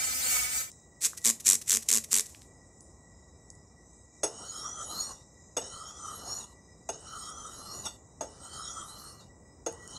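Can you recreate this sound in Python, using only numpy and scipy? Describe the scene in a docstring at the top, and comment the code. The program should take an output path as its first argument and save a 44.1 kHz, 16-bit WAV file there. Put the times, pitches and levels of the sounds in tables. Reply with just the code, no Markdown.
"""Workshop, over a steady rumble, hiss and faint whine of filtered noise.
A rotary tool grinds a steel axe head and fades: shaft orders plus pulsed noise, in wide stereo; the rest is mono.
A trigger bottle sprays a whetstone six times: noise jet, pairs of valve spits, bottle thumps; ticks from the fade on.
The axe edge then lands on or snags the stone, ringing head and bench, and is drawn along it five times:
noise through modes that glide with the point of contact."""
import sys
import numpy as np
from scipy import signal
from scipy.fft import rfft, irfft, next_fast_len
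from scipy.io import wavfile
from scipy.ndimage import uniform_filter1d, map_coordinates

SR = 44100
rng = np.random.default_rng(int(sys.argv[2]) if len(sys.argv) > 2 else 0)


def digitize_waveform(pressure):
    """Quantize a signal to 16-bit integers and store it at the path in sys.argv[1].

    Rows of a 2-D input are taken as channels; values are limited to [-1, 1].
    """
    field = np.atleast_2d(pressure).T
    bounded = np.clip(field, -1, 1)
    quanta = np.round(bounded * 32767).astype(np.int16)
    wavfile.write(sys.argv[1], SR, quanta)


N = 440118
T = np.arange(N) / SR
TOP_HZ = 15600

# background: (time [s], rumble [dB], hiss [dB])
ROOM_LEVELS = [(0, -56, -60), (.7, -59.5, -56.5), (.9, -58.5, -64.5), (2.4, -57.5, -63), (4.05, -58, -64.5),
               (4.11, -62, -66), (4.16, -59, -61), (9.98, -55.5, -66)]
# noise colours: (frequency [Hz], relative density [dB])
RUMBLE_SPECTRUM = [(15, -73.5), (25, -38.5), (39, -20.5), (52, -2), (69, 0.5), (125, -6), (161, -6.5),
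                   (203, -9), (574, -15.5), (713, -17.5), (1120, -22), (1650, -41), (1970, -32.5),
                   (2700, -62), (3510, -84), (5940, -120)]
HISS_SPECTRUM = [(1590, -31.5), (2700, -27.5), (3560, -39.5), (3860, -4), (4340, -45), (5060, -10),
                 (5530, -7), (7460, 1.5), (8200, -1), (9020, -29), (13400, -33), (15500, -44.5)]
# faint electric whine: (centre [Hz], width of one filter pass [Hz], level [dB])
FAINT_WHINE = [(1946, 45, -71.5), (2337, 51, -88.5), (5130, 58, -79)]

# grinding: (time [s], level [dB], treble gain [dB])
TOOL_LEVELS = [(0.0, -31.5, 4.5), (0.152, -33, 6), (0.354, -27.5, 8), (0.508, -35, 6), (0.562, -32, 8.5),
               (0.61, -34.5, 9), (0.696, -50.5, 6.5), (0.705, -56, -0.5)]
# shaft speed, sagging under load: (time [s], speed [turns/s])
SHAFT_SPEED = [(0, 257.6), (.18, 257.8), (.28, 254.8), (.42, 248.2), (.46, 249.5), (.58, 257.4),
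               (.7, 258.6)]
# grinding noise colour: (frequency [Hz], relative density [dB])
GRIND_SPECTRUM = [(18, -38), (30, -22), (59, 2), (173, -17.5), (249, -11), (432, -22), (505, -17),
                  (591, -10), (747, -9.5), (1170, -11), (1290, -2.5), (2300, -1), (3590, -14), (6720, -2),
                  (15500, -22.5)]
# shaft order envelope: (frequency [Hz], relative level [dB])
ORDER_ENVELOPE = [(140, -42), (240, -18), (434, -15), (759, -16), (1150, 3), (1280, -6.5), (2280, -10.5),
                  (3580, -7.5), (6710, -1.5), (15500, -13.5)]
# prominent orders: (shaft order [-], gain over envelope [dB])
STRONG_ORDERS = [(3, 6.5), (4, -7), (6, 5), (8, 5.5), (9, 10), (26, 5), (28, 8), (30, 5), (33, 6),
                 (34, 0.5)]
# stereo image of the grinding noise: (frequency [Hz], left-right correlation [-])
STEREO_LIKENESS = [(60, 0.98), (180, 0.51), (550, 0.35), (1650, -0.45), (4970, 0.17), (15000, -0.13)]

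# dry clicks: (time [s], peak [dB], centre [Hz], width of one filter pass [Hz], burst t60 [s])
TICKS = [(.7165, -34, 6860, 6000, 0.0074), (1.1323, -37, 1300, 1100, 0.0071),
         (1.2174, -36.5, 6500, 5800, .004), (1.2274, -37, 8000, 7000, 0.0055),
         (2.1083, -32, 7670, 7040, .005), (2.2665, -30, 7400, 8000, .01), (2.348, -36, 2480, 5000, 0.004),
         (2.419, -39, 4940, 14000, 0.005), (2.807, -38, 6850, 5000, 0.01), (3.5023, -33, 6800, 4400, 0.01),
         (3.552, -43.5, 7000, 4000, 0.007), (9.726, -36.5, 9000, 8000, .008),
         (9.877, -28.5, 7000, 5930, 0.0067)]
# thin rings after some ticks: (time [s], level [dB])
PINGS = [(2.42, -74), (2.807, -63.5), (3.502, -68)]
PING_HZ, PING_WIDTH_HZ, PING_T60_S = 9500, 140, 0.28  # width of one filter pass

# trigger pulls: (nominal first spit [s], nominal last spit [s], spits [-], slow start [ms], slow ends [ms],
#   relative spit level [dB], relative fore-spit level [dB], nominal fore-spit lead [ms],
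#   relative bottle thump [dB], jet opens [s], opening time [s], leak before [dB], jet at start [dB],
#   jet under spits [dB], shutting time [s], mist after [dB])
TRIGGER_PULLS = [(1.0432, 1.0646, 5, 0, 0, -10.5, -2, 2.5, -28.5, 1.021, .02, -60, -33, -28, .03, -60),
                 (1.2495, 1.3092, 8, .5, 0, -7, -2, 2.5, 2.5, 1.245, .004, -53.5, -31, -31, .012, -66),
                 (1.4706, 1.5546, 9, 0, .8, -5.5, -1.5, 2.4, .6, 1.462, .022, -59, -27, -37, .012, -69),
                 (1.6967, 1.7713, 8, 1.7, 1.9, -6.5, -2, 3, -1.5, 1.679, .005, -48, -30, -38, .012, -58),
                 (1.9036, 1.9835, 9, 3.7, 2.2, -6.5, -5, 2.7, .1, 1.889, .005, -48, -29, -38, .012, -67),
                 (2.1304, 2.2079, 8, 1.8, 1.9, -6.5, -5, 2.8, -3, 2.115, .007, -54, -29, -39, .012, -56)]
# nozzle noise colour: (frequency [Hz], relative density [dB])
NOZZLE_SPECTRUM = [(410, -34), (700, -50), (1160, -14.5), (1430, -15), (2000, -8), (3320, -9.5),
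                   (3580, -5.5), (4890, -6), (5860, 2.5), (8110, 1), (12400, -6.5), (14200, -14.5),
                   (15500, -69.5)]
# nozzle cavity, ringing after each spit: (centre [Hz], width [Hz], level [dB])
NOZZLE_CAVITY = [(7600, 1100, 0)]
# bottle shell: (centre [Hz], width [Hz], relative level [dB])
BOTTLE_MODES = [(227, 18, 6), (439.4, 26, 0), (613, 52, -11), (1109, 100, -7)]
# trigger springing back: (time [s], click level [dB])
TRIGGER_RETURNS = [(1.1734, -24.5), (1.4008, -27.5), (1.6147, -27.5), (1.8233, -30.5), (2.0388, -28.5),
                   (2.2568, -33.5)]
# mist after the last pull: (time [s], level [dB])
MIST_FADES = [(2.3, -56), (2.45, -68), (2.6, -100)]
CHATTER_DROP_S = .006  # the jet chokes this soon after the first spit
JET_HOLD_S, SHUT_DB, MIST_S = .003, -26, 0.068  # after the last spit: hold, fast drop, then down to the mist
SIP_S, SIP_HISS_DB = 0.029, -12  # air sucked in around the click: length, level under the click

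# edge lands on or snags the stone: (time [s], ring peak [dB], knock over ring [dB], contact t60 [s])
LANDINGS = [(4.232, -17.5, -5, 0.12), (5.5669, -19, -4, 0.11), (6.889, -25, 0.5, 0.066),
            (7.8534, -28, -19, 0.17), (8.2077, -25, -1, 0.14), (9.6619, -24.5, -1, 0.11)]
# free axe head: (frequency [Hz], mean relative level [dB], t60 before the grip limit [s])
AXE_MODES = [(1420, -8, 0.26), (2016, -17, 0.17), (2848, -6, 0.16), (3560, -9.5, 0.27), (5300, -11, 2.4),
             (5730, -9, 0.044), (5920, -36, 0.2), (6530, 12.5, 0.018), (8000, -1, 0.4), (8882, -49, 5.0),
             (9400, -2.5, 0.31), (11330, -13.5, 0.079)]
GRIP_T60_S = 0.052  # the gloved grip lets no mode ring longer
# stone and bench: (centre [Hz], width [Hz], relative level [dB])
BENCH_MODES = [(294, 56, 6), (463, 83, 14.5), (670, 102, 10.5), (885, 56, 9.5), (1480, 290, -6)]
# grit on the edge: (frequency [Hz], relative density [dB])
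RASP_SPECTRUM = [(59, -36), (100, -2), (756, -2.5), (1270, -2), (1730, -15), (1980, -15), (2100, -31),
                 (2800, -24.5), (3030, -55), (3330, -19), (3740, -13), (4800, -14.5), (5400, -3.5),
                 (6670, -7.5), (10000, -18.5), (13000, -86), (22000, -120)]

# one list per stroke: (time [s], contact place along edge [0-1], rasp [dB], blade mode gain [dB],
#   heel mode gain [dB])
STROKES = [
    [(4.27, 0, -59, 12, 3), (4.33, 0.07, -54, -2, -3), (4.5, 0.23, -51.5, 6.5, 1.5),
     (4.75, 0.52, -53, 1, -3), (4.93, 0.71, -50.5, 3, 4), (5.0, .83, -47.5, 1.5, 9.5),
     (5.12, 0.95, -50.5, 4.5, -12), (5.16, 0.99, -66, 3, 1), (5.24, .97, -73, 2, 2)],
    [(5.61, 0, -50, 9, -1), (5.66, 0.08, -51.5, -1, 0), (5.8, 0.29, -57, 4.5, 2),
     (5.97, 0.51, -55, 3.5, -1), (6.2, 0.75, -52.5, 1.5, -5), (6.32, .86, -48.5, 5, 2),
     (6.44, 1, -51.5, 5, -4), (6.465, 0.94, -68, -3, -4), (6.54, .97, -70, -1, -1)],
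    [(6.92, 0, -53, 7, 5), (6.98, 0.09, -58.5, -3, 2), (7.2, 0.25, -52.5, 1.5, 0),
     (7.4, 0.55, -55.5, 3.5, 2), (7.62, 0.75, -51.5, -6, -3.5), (7.72, 0.87, -51, 1.5, -1),
     (7.82, 0.94, -53, 6.5, 1), (7.87, 1, -47, 14, 4), (7.9, 1, -65.5, -17, 11), (7.97, 0.99, -65, -1, -1)],
    [(8.24, 0.14, -65, 8, 6), (8.33, 0.07, -61.5, -11, -5), (8.5, .24, -54, -1.5, 2.5),
     (8.63, 0.32, -53, 4, 2), (8.74, .5, -50, 3, -4), (8.88, .66, -55.5, -2, -1), (9.08, 0.82, -54, -14, 0),
     (9.19, 0.92, -66, 0, 5), (9.21, 0.98, -58, 4, 7.5), (9.3, .97, -85, -1, -4)],
    [(9.7, 0.15, -59, 1, 8), (9.77, 0.08, -65, -3, -3), (9.84, 0.22, -62, 4, -11), (9.92, 0.15, -55, 0, -8),
     (9.98, 0.27, -53, 8, 5)],
]
# steady modes of bench and blade: (centre [Hz], width [Hz], relative level [dB])
HELD_MODES = [(123, 57, -4.5), (172, 24, -32.5), (9040, 83, -9)]
# gliding modes, alike in every stroke: (contact place [0-1], centre [Hz], level over rasp [dB])
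STONE_MODE = [(0, 1020, -34), (.15, 1330, -3), (.3, 1276, 1), (.5, 1285, 3), (.8, 1250, -1),
              (.93, 1114, -6), (1, 880, -1.5)]
LOW_MODE = [(0, 2900, -9), (.2, 3057, -7.5), (.5, 3326, -2.5), (.65, 3085, -7.5), (.85, 2900, -14),
            (1, 2860, -12)]
BLADE_MODE = [(0, 6540, -2), (.2, 6740, 0), (.45, 6710, -2), (.55, 7060, -2), (.7, 6650, 0), (.8, 6650, 0),
              (.92, 6910, 0.5), (1, 6670, -9)]
# families of gliding modes, one list per mode: (contact place [0-1], centre [Hz], level over rasp [dB])
SLIDING_MODES = [
    [(0, 5300, -7), (.17, 5660, -6), (.27, 5400, -20)],
    [(.24, 5180, -13), (.32, 5280, 0), (.45, 5820, 3), (.55, 6130, 1), (.68, 5760, -8), (.78, 5700, -26)],
    [(.74, 5100, -16), (.8, 5360, -13), (.87, 5570, 3), (.94, 6000, -10.5), (1, 5560, -2.5)],
]
HEEL_MODES = [
    [(0, 3750, -17), (.12, 3840, -16.5), (.22, 4140, -6), (.33, 3890, -9), (.45, 3480, -9)],
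    [(.1, 4500, -20), (.22, 4440, -7.5), (.4, 4640, -17)],
    [(.58, 3510, -9), (.68, 3985, -5.5), (.84, 4320, 0), (.94, 4250, -3.5), (1, 3530, -3)],
    [(.68, 4400, -10), (.8, 4850, -15.5), (1, 4500, -10)],
]
CHEEK_MODES = [
    [(.25, 7300, -9), (.42, 7160, -9), (.53, 7700, -6), (.62, 7800, 1)],
    [(0, 8100, -20), (.12, 8180, -4), (.3, 8500, -0.5), (.42, 8080, -6), (.55, 8400, -5), (.63, 8180, -4.5),
     (.85, 8500, -5), (1, 8380, -9)],
]
EDGE_MODES = [
    [(0, 9500, -34), (.15, 9500, -7), (.26, 9370, -5), (.34, 10230, -10), (.52, 9540, -13)],
    [(.52, 9400, -12), (.68, 10550, -5.5), (.78, 10160, -8.5), (.86, 9400, -7), (1, 9500, -9.5)],
]
FINE_MODES = [
    [(.2, 11200, -31), (.33, 11000, -17), (.55, 11000, -32), (.65, 11500, -17), (.75, 11100, -10.5),
     (1, 11640, -15)],
    [(.05, 13000, -42), (.24, 13200, -17), (.45, 12750, -26), (.57, 12600, -29), (.77, 12830, -11),
     (1, 12750, -24)],
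]
STONE_WIDTH_HZ, LOW_WIDTH_HZ, HEEL_WIDTH_HZ, SLIDING_WIDTH_HZ = 170, 170, 215, 225
BLADE_WIDTH_HZ, EDGE_WIDTH_HZ, CHEEK_WIDTH_HZ, FINE_WIDTH_HZ = 150, 560, 270, 320
FLUTTER_DB, FLUTTER_PER_S = 2.5, 22  # each gliding mode comes and goes on its own: scale, knots per second


def amp(db):
    """Amplitude of a level in dB."""
    return 10 ** (np.asarray(db) / 20)


def unit(x):
    """x scaled to rms 1."""
    return x / np.sqrt(np.mean(x ** 2) + 1e-20)


def along(points, hz):
    """Interpolates (Hz, value) points on a log axis."""
    f, v = np.transpose(points)
    return np.interp(np.log(hz + 1), np.log(f + 1), v)


def curves(rows, x=T):
    """Interpolates each column over the first."""
    knots, *cols = np.transpose(rows)
    return [np.interp(x, knots, c) for c in cols]


def gate(rows, t=T):
    """1 inside a table's time span, with short fades."""
    return np.clip(np.minimum(t - rows[0][0], rows[-1][0] - t) / 0.0089, 0, 1)


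def wobble(rate, size=N):
    """Smooth random curve, rate knots per second."""
    knots = rng.standard_normal(int(size * rate / SR) + 4)
    return map_coordinates(knots, [np.arange(size) * rate / SR])


def filtered(x, response):
    """x through a complex frequency response."""
    m = next_fast_len(x.shape[-1] + 8192)
    spectrum = rfft(x, m) * response(np.fft.rfftfreq(m, 1 / SR))
    return irfft(spectrum, m)[..., :x.shape[-1]]


def noise(spectrum):
    """Coloured noise of rms 1."""
    return unit(filtered(rng.standard_normal(N), lambda hz: amp(along(spectrum, hz))))


def resonances(modes):
    """Causal response of (Hz, width Hz, dB) modes, alternating in sign."""
    def response(f):
        return sum((-1) ** k * amp(db) * 1j * f * w / (c * c - f * f + 1j * f * w)
                   for k, (c, w, db) in enumerate(modes))
    return response


def add(track, s, sound):
    """Mixes a sound into a track at time s."""
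    part = track[round(s * SR):][:len(sound)]
    part += sound[:len(part)]


def patches(shape, depth_db):
    """Random gain field over frequency and time."""
    field = uniform_filter1d(rng.standard_normal(shape), 5, 0)
    return amp(depth_db * unit(uniform_filter1d(field, 24, 1)))


def workshop():
    """Room rumble, patchy hiss and a thin electric whine, all filtered noise."""
    rumble_db, hiss_db = curves(ROOM_LEVELS)
    whine = np.zeros(N)
    for hz, width_hz, db in FAINT_WHINE:
        tone = filtered(rng.standard_normal(N), lambda f: resonances([(hz, width_hz, 0)])(f) ** 2)
        whine += unit(tone) * amp(db + 3.1 * wobble(8.9))
    z = signal.stft(noise(HISS_SPECTRUM), nperseg=512)[2]
    hiss = unit(signal.istft(z * patches(z.shape, depth_db=3.0), nperseg=512)[1][:N])
    rumble = amp(rumble_db + 0.29 * wobble(6.5)) * noise(RUMBLE_SPECTRUM)
    return rumble + amp(hiss_db) * hiss + whine


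def rotary_tool():
    """Shaft orders that sag under load over grinding noise, pulsed once a turn."""
    n = round(TOOL_LEVELS[-1][0] * SR)
    shaft_hz, = curves(SHAFT_SPEED, T[:n])
    db, treble_db = curves(TOOL_LEVELS, T[:n])
    turn = 2 * np.pi * np.cumsum(shaft_hz) / SR
    tones = np.zeros((2, n))
    for k in range(1, 62):
        level_db = along(ORDER_ENVELOPE, k * shaft_hz.mean()) + dict(STRONG_ORDERS).get(k, 0)
        # uneven contact roughens every order
        shake = amp(level_db + 4 * wobble(60, size=n) + 1.3 * wobble(10, size=n))
        phase = k * turn + rng.uniform(0, 2 * np.pi) + (.45 + k / 70) * wobble(70, size=n)
        apart = min(k / 6, 1)  # short waves reach the two sides by different paths off the bench
        for side_tones in tones:
            drift = amp(2.1 * apart * wobble(12.0, size=n))
            side_tones += shake * drift * np.sin(phase + apart * rng.uniform(0, 2 * np.pi))

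    def mid_side(hz):
        """Coloured mid and side gains that give the tabled left-right correlation."""
        angle = np.arccos(np.clip(along(STEREO_LIKENESS, hz), -1, 1)) / 2
        return amp(along(GRIND_SPECTRUM, hz)) * [np.cos(angle), np.sin(angle)]

    grit = (1 + .4 * np.cos(turn)) * amp(2.5 * wobble(900, size=n)) * rng.standard_normal((2, n))
    mid, side = filtered(grit, mid_side)
    sound = unit(unit(tones) + .5 * unit(np.array([mid + side, mid - side])))
    treble = filtered(sound, lambda hz: 1 / (1 + (9500 / (hz + 1)) ** 8))
    sound = amp(db) * (sound - treble + amp(treble_db) * treble)
    return np.pad(sound, ((0, 0), (0, N - n)))


def ticks():
    """Small dry clicks, each a short broad noise burst; some carry a thin ring."""
    track, t = np.zeros(N), T[:2048]
    for s, db, hz, width_hz, t60_s in TICKS:
        burst = amp(-60 * t / t60_s) * rng.standard_normal(len(t))
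        click = filtered(burst, lambda f: resonances([(hz, width_hz, 0)])(f) ** 4)
        add(track, s, amp(db) * click / np.abs(click).max())
    t = T[:SR // 4]
    ping_mode = resonances([(PING_HZ, PING_WIDTH_HZ, 0)])
    for s, db in PINGS:
        ring = filtered(rng.standard_normal(len(t)), lambda f: ping_mode(f) ** 2)
        add(track, s, amp(db - 60 * t / PING_T60_S) * unit(ring))
    return track


def jet_level():
    """Amplitude of the jet: each pull leaks, opens, chokes while the valve spits, shuts and leaves a mist."""
    rows = []
    for first, last, *_, opens, rise_s, leak_db, start_db, under_db, shut_s, mist_db in TRIGGER_PULLS:
        shut = last + JET_HOLD_S
        rows += [(opens - rise_s, leak_db), (opens, start_db), (first, start_db),
                 (first + CHATTER_DROP_S, under_db), (shut, under_db),
                 (shut + shut_s, under_db + SHUT_DB), (shut + shut_s + MIST_S, mist_db)]
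    rows += MIST_FADES
    return gate(rows) * amp(curves(rows)[0])


def spray():
    """Sputtering noise jet; valve spits, in pairs, ring the nozzle cavity and thump the bottle shell."""
    jet = jet_level() * amp(2.5 * wobble(600) + 2.5 * wobble(130))
    sputter, spits, thumps, t = np.zeros(N), np.zeros(N), np.zeros(N), T[:SR // 100]
    wake = amp(-60 * t / .005) * (1 - np.exp(-t / .0003))  # turbulence behind the slug
    for first, last, count, start_ms, ends_ms, db, fore_db, lead_ms, bottle_db, *_ in TRIGGER_PULLS:
        progress = np.linspace(0, 1, round(count))
        delay_ms = start_ms * 4 * progress * (1 - progress) + ends_ms * np.sin(2 * np.pi * progress)
        times = first + (last - first) * progress + delay_ms / 1000 - .0002
        for s, late, (a, b, c) in zip(times, progress, rng.standard_normal((len(times), 3))):
            main_db = db - 4 * late ** 3
            fore_s = s - (lead_ms * (.9 + .5 * (2 * late - 1) ** 2) + .25 * c) / 1000
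            # the first fore-spit of a pull is faint
            fore_spit_db = main_db + fore_db + 3 - 9 * late ** 2 - 20 * (late == 0) + 1.8 * b
            for at, level_db in ((s, main_db + 1.2 * a), (fore_s, fore_spit_db)):
                add(spits, at, amp([level_db + 7.5]))  # one-sample impulse
                add(sputter, at, amp(level_db - 4) * wake)
            add(thumps, s, amp([bottle_db + 4 * np.sin(np.pi * late) + 3.8 * a]))
    for s, db in TRIGGER_RETURNS:
        swell = np.hanning(round(SIP_S * SR)) ** 2
        sip = amp(db + SIP_HISS_DB) * swell * amp(3.47 * wobble(540, size=len(swell)))
        add(sputter, s + 0.0061 - len(swell) / SR / 2, sip)
        add(sputter, s, amp(db) * wake * (1 - np.exp(-t / .0015)))  # click

    cavity = resonances(NOZZLE_CAVITY)

    def spit_response(hz):
        return amp(along(NOZZLE_SPECTRUM, hz)) * (1 / 2 + 2 * cavity(hz))

    def shell(hz):
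        return resonances(BOTTLE_MODES)(hz) / (1 + 170 / (1j * hz + 1)) ** 2

    sputter_sound = sputter * noise(NOZZLE_SPECTRUM)
    jet_sound = jet * unit(filtered(noise(NOZZLE_SPECTRUM), lambda hz: 1.4 + cavity(hz)))
    spit_sound = filtered(spits, spit_response)
    bottle_sound = filtered(thumps + amp(-5.0) * jet * rng.standard_normal(N), shell)
    return sputter_sound + jet_sound + spit_sound + bottle_sound


def landings():
    """Edge chatters on the stone: a noisy contact force rings the free axe head and knocks the bench."""
    track, t = np.zeros(N), T[:SR // 3]
    for s, db, knock_db, contact_s in LANDINGS:
        modes = np.zeros(len(t))
        for hz, level_db, t60_s in AXE_MODES:
            decay_db = level_db + rng.normal(0, 2.7) - 60 * t / min(t60_s, GRIP_T60_S)
            modes += amp(decay_db) * np.sin(2 * np.pi * hz * t)
        force = amp(-60 * t / contact_s) * rng.standard_normal(len(t)) * (1 - np.exp(-t / 0.00038))
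        scrape = 0.26 * amp(-60 * t / 0.14) * rng.standard_normal(len(t))
        grit = 6 * filtered(force + scrape, lambda hz: amp(along(RASP_SPECTRUM, hz)))
        ring = signal.fftconvolve(force, modes)[:len(t)] + grit
        tail = 0.11 * amp(-60 * t / 0.57) * rng.standard_normal(len(t))  # the bench rumbles on
        knock = filtered(force + tail, resonances(BENCH_MODES))
        add(track, s, amp(db) * ring / np.abs(ring).max())
        add(track, s, amp(db + knock_db) * knock / np.abs(knock).max())
    return track


def strokes():
    """Grit excites the blade; its modes glide as the point of contact moves along the edge."""
    grit = rng.standard_normal(N) * amp(1.36 * wobble(30) + 0.36 * wobble(150))
    hz, t, z = signal.stft(unit(grit), SR, nperseg=512, noverlap=384)
    hz = hz[:, None]

    def hump(centre_hz, width_hz):
        """Power per Hz of one mode."""
        return 1 / (1 + (2 * (hz - centre_hz) / width_hz) ** 6) / width_hz

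    def glide(modes, width_hz, place):
        """Power of a family of modes at each place; each is silent outside its stretch of the edge."""
        power = 0
        for mode in modes:
            centre_hz, level_db = curves(mode, place)
            flutter_db = FLUTTER_DB * wobble(FLUTTER_PER_S * 128, size=len(place))  # 128 samples a frame
            inside = (place >= mode[0][0]) * (place <= mode[-1][0])
            power = power + inside * amp(2 * (level_db + flutter_db)) * hump(centre_hz, width_hz)
        return power

    rasp = amp(2 * along(RASP_SPECTRUM, hz)) / 1500
    rasp = rasp + sum(amp(2 * db) * hump(c, w) for c, w, db in HELD_MODES)
    power = np.zeros(z.shape)
    for rows in STROKES:
        now = (t > rows[0][0]) & (t < rows[-1][0])
        place, db, blade_db, heel_db = curves(rows, t[now])
        place = np.clip(place, 0, 1)
        blade = glide([BLADE_MODE], BLADE_WIDTH_HZ, place) + glide(SLIDING_MODES, SLIDING_WIDTH_HZ, place)
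        heel = glide(HEEL_MODES, HEEL_WIDTH_HZ, place)
        others = sum(glide(modes, width_hz, place) for modes, width_hz in (
            ([STONE_MODE], STONE_WIDTH_HZ), ([LOW_MODE], LOW_WIDTH_HZ), (CHEEK_MODES, CHEEK_WIDTH_HZ),
            (EDGE_MODES, EDGE_WIDTH_HZ), (FINE_MODES, FINE_WIDTH_HZ)))
        total = rasp + others + amp(2 * blade_db) * blade + amp(2 * heel_db) * heel
        power[:, now] = gate(rows, t[now]) * amp(2 * db) * total
    shaped = z * patches(z.shape, depth_db=3.0) * np.sqrt(power * SR / 2)
    return signal.istft(shaped, SR, nperseg=512, noverlap=384)[1][:N]


def walls(x):
    """The room's answer: a decaying noise tail."""
    t = T[:SR // 2]
    tail = amp(-60 * t / 0.2) * rng.standard_normal(len(t)) * (t > .006)
    return signal.fftconvolve(x, tail / np.linalg.norm(tail))[:N]


def scene():
    """Stereo tool plus mono near sounds, their room answer and the background."""
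    # soft, wet contacts carry no top treble
    contacts = filtered(ticks() + landings(), lambda hz: 1 / (1 + (hz / 11600) ** 24))
    near = spray() + contacts + strokes()
    return workshop() + rotary_tool() + near + amp(-12.5) * walls(near)


def record(dry):
    """Removes everything from the band limit up."""
    return filtered(dry, lambda hz: hz < TOP_HZ)


dry = scene()
out = record(dry)
digitize_waveform(out)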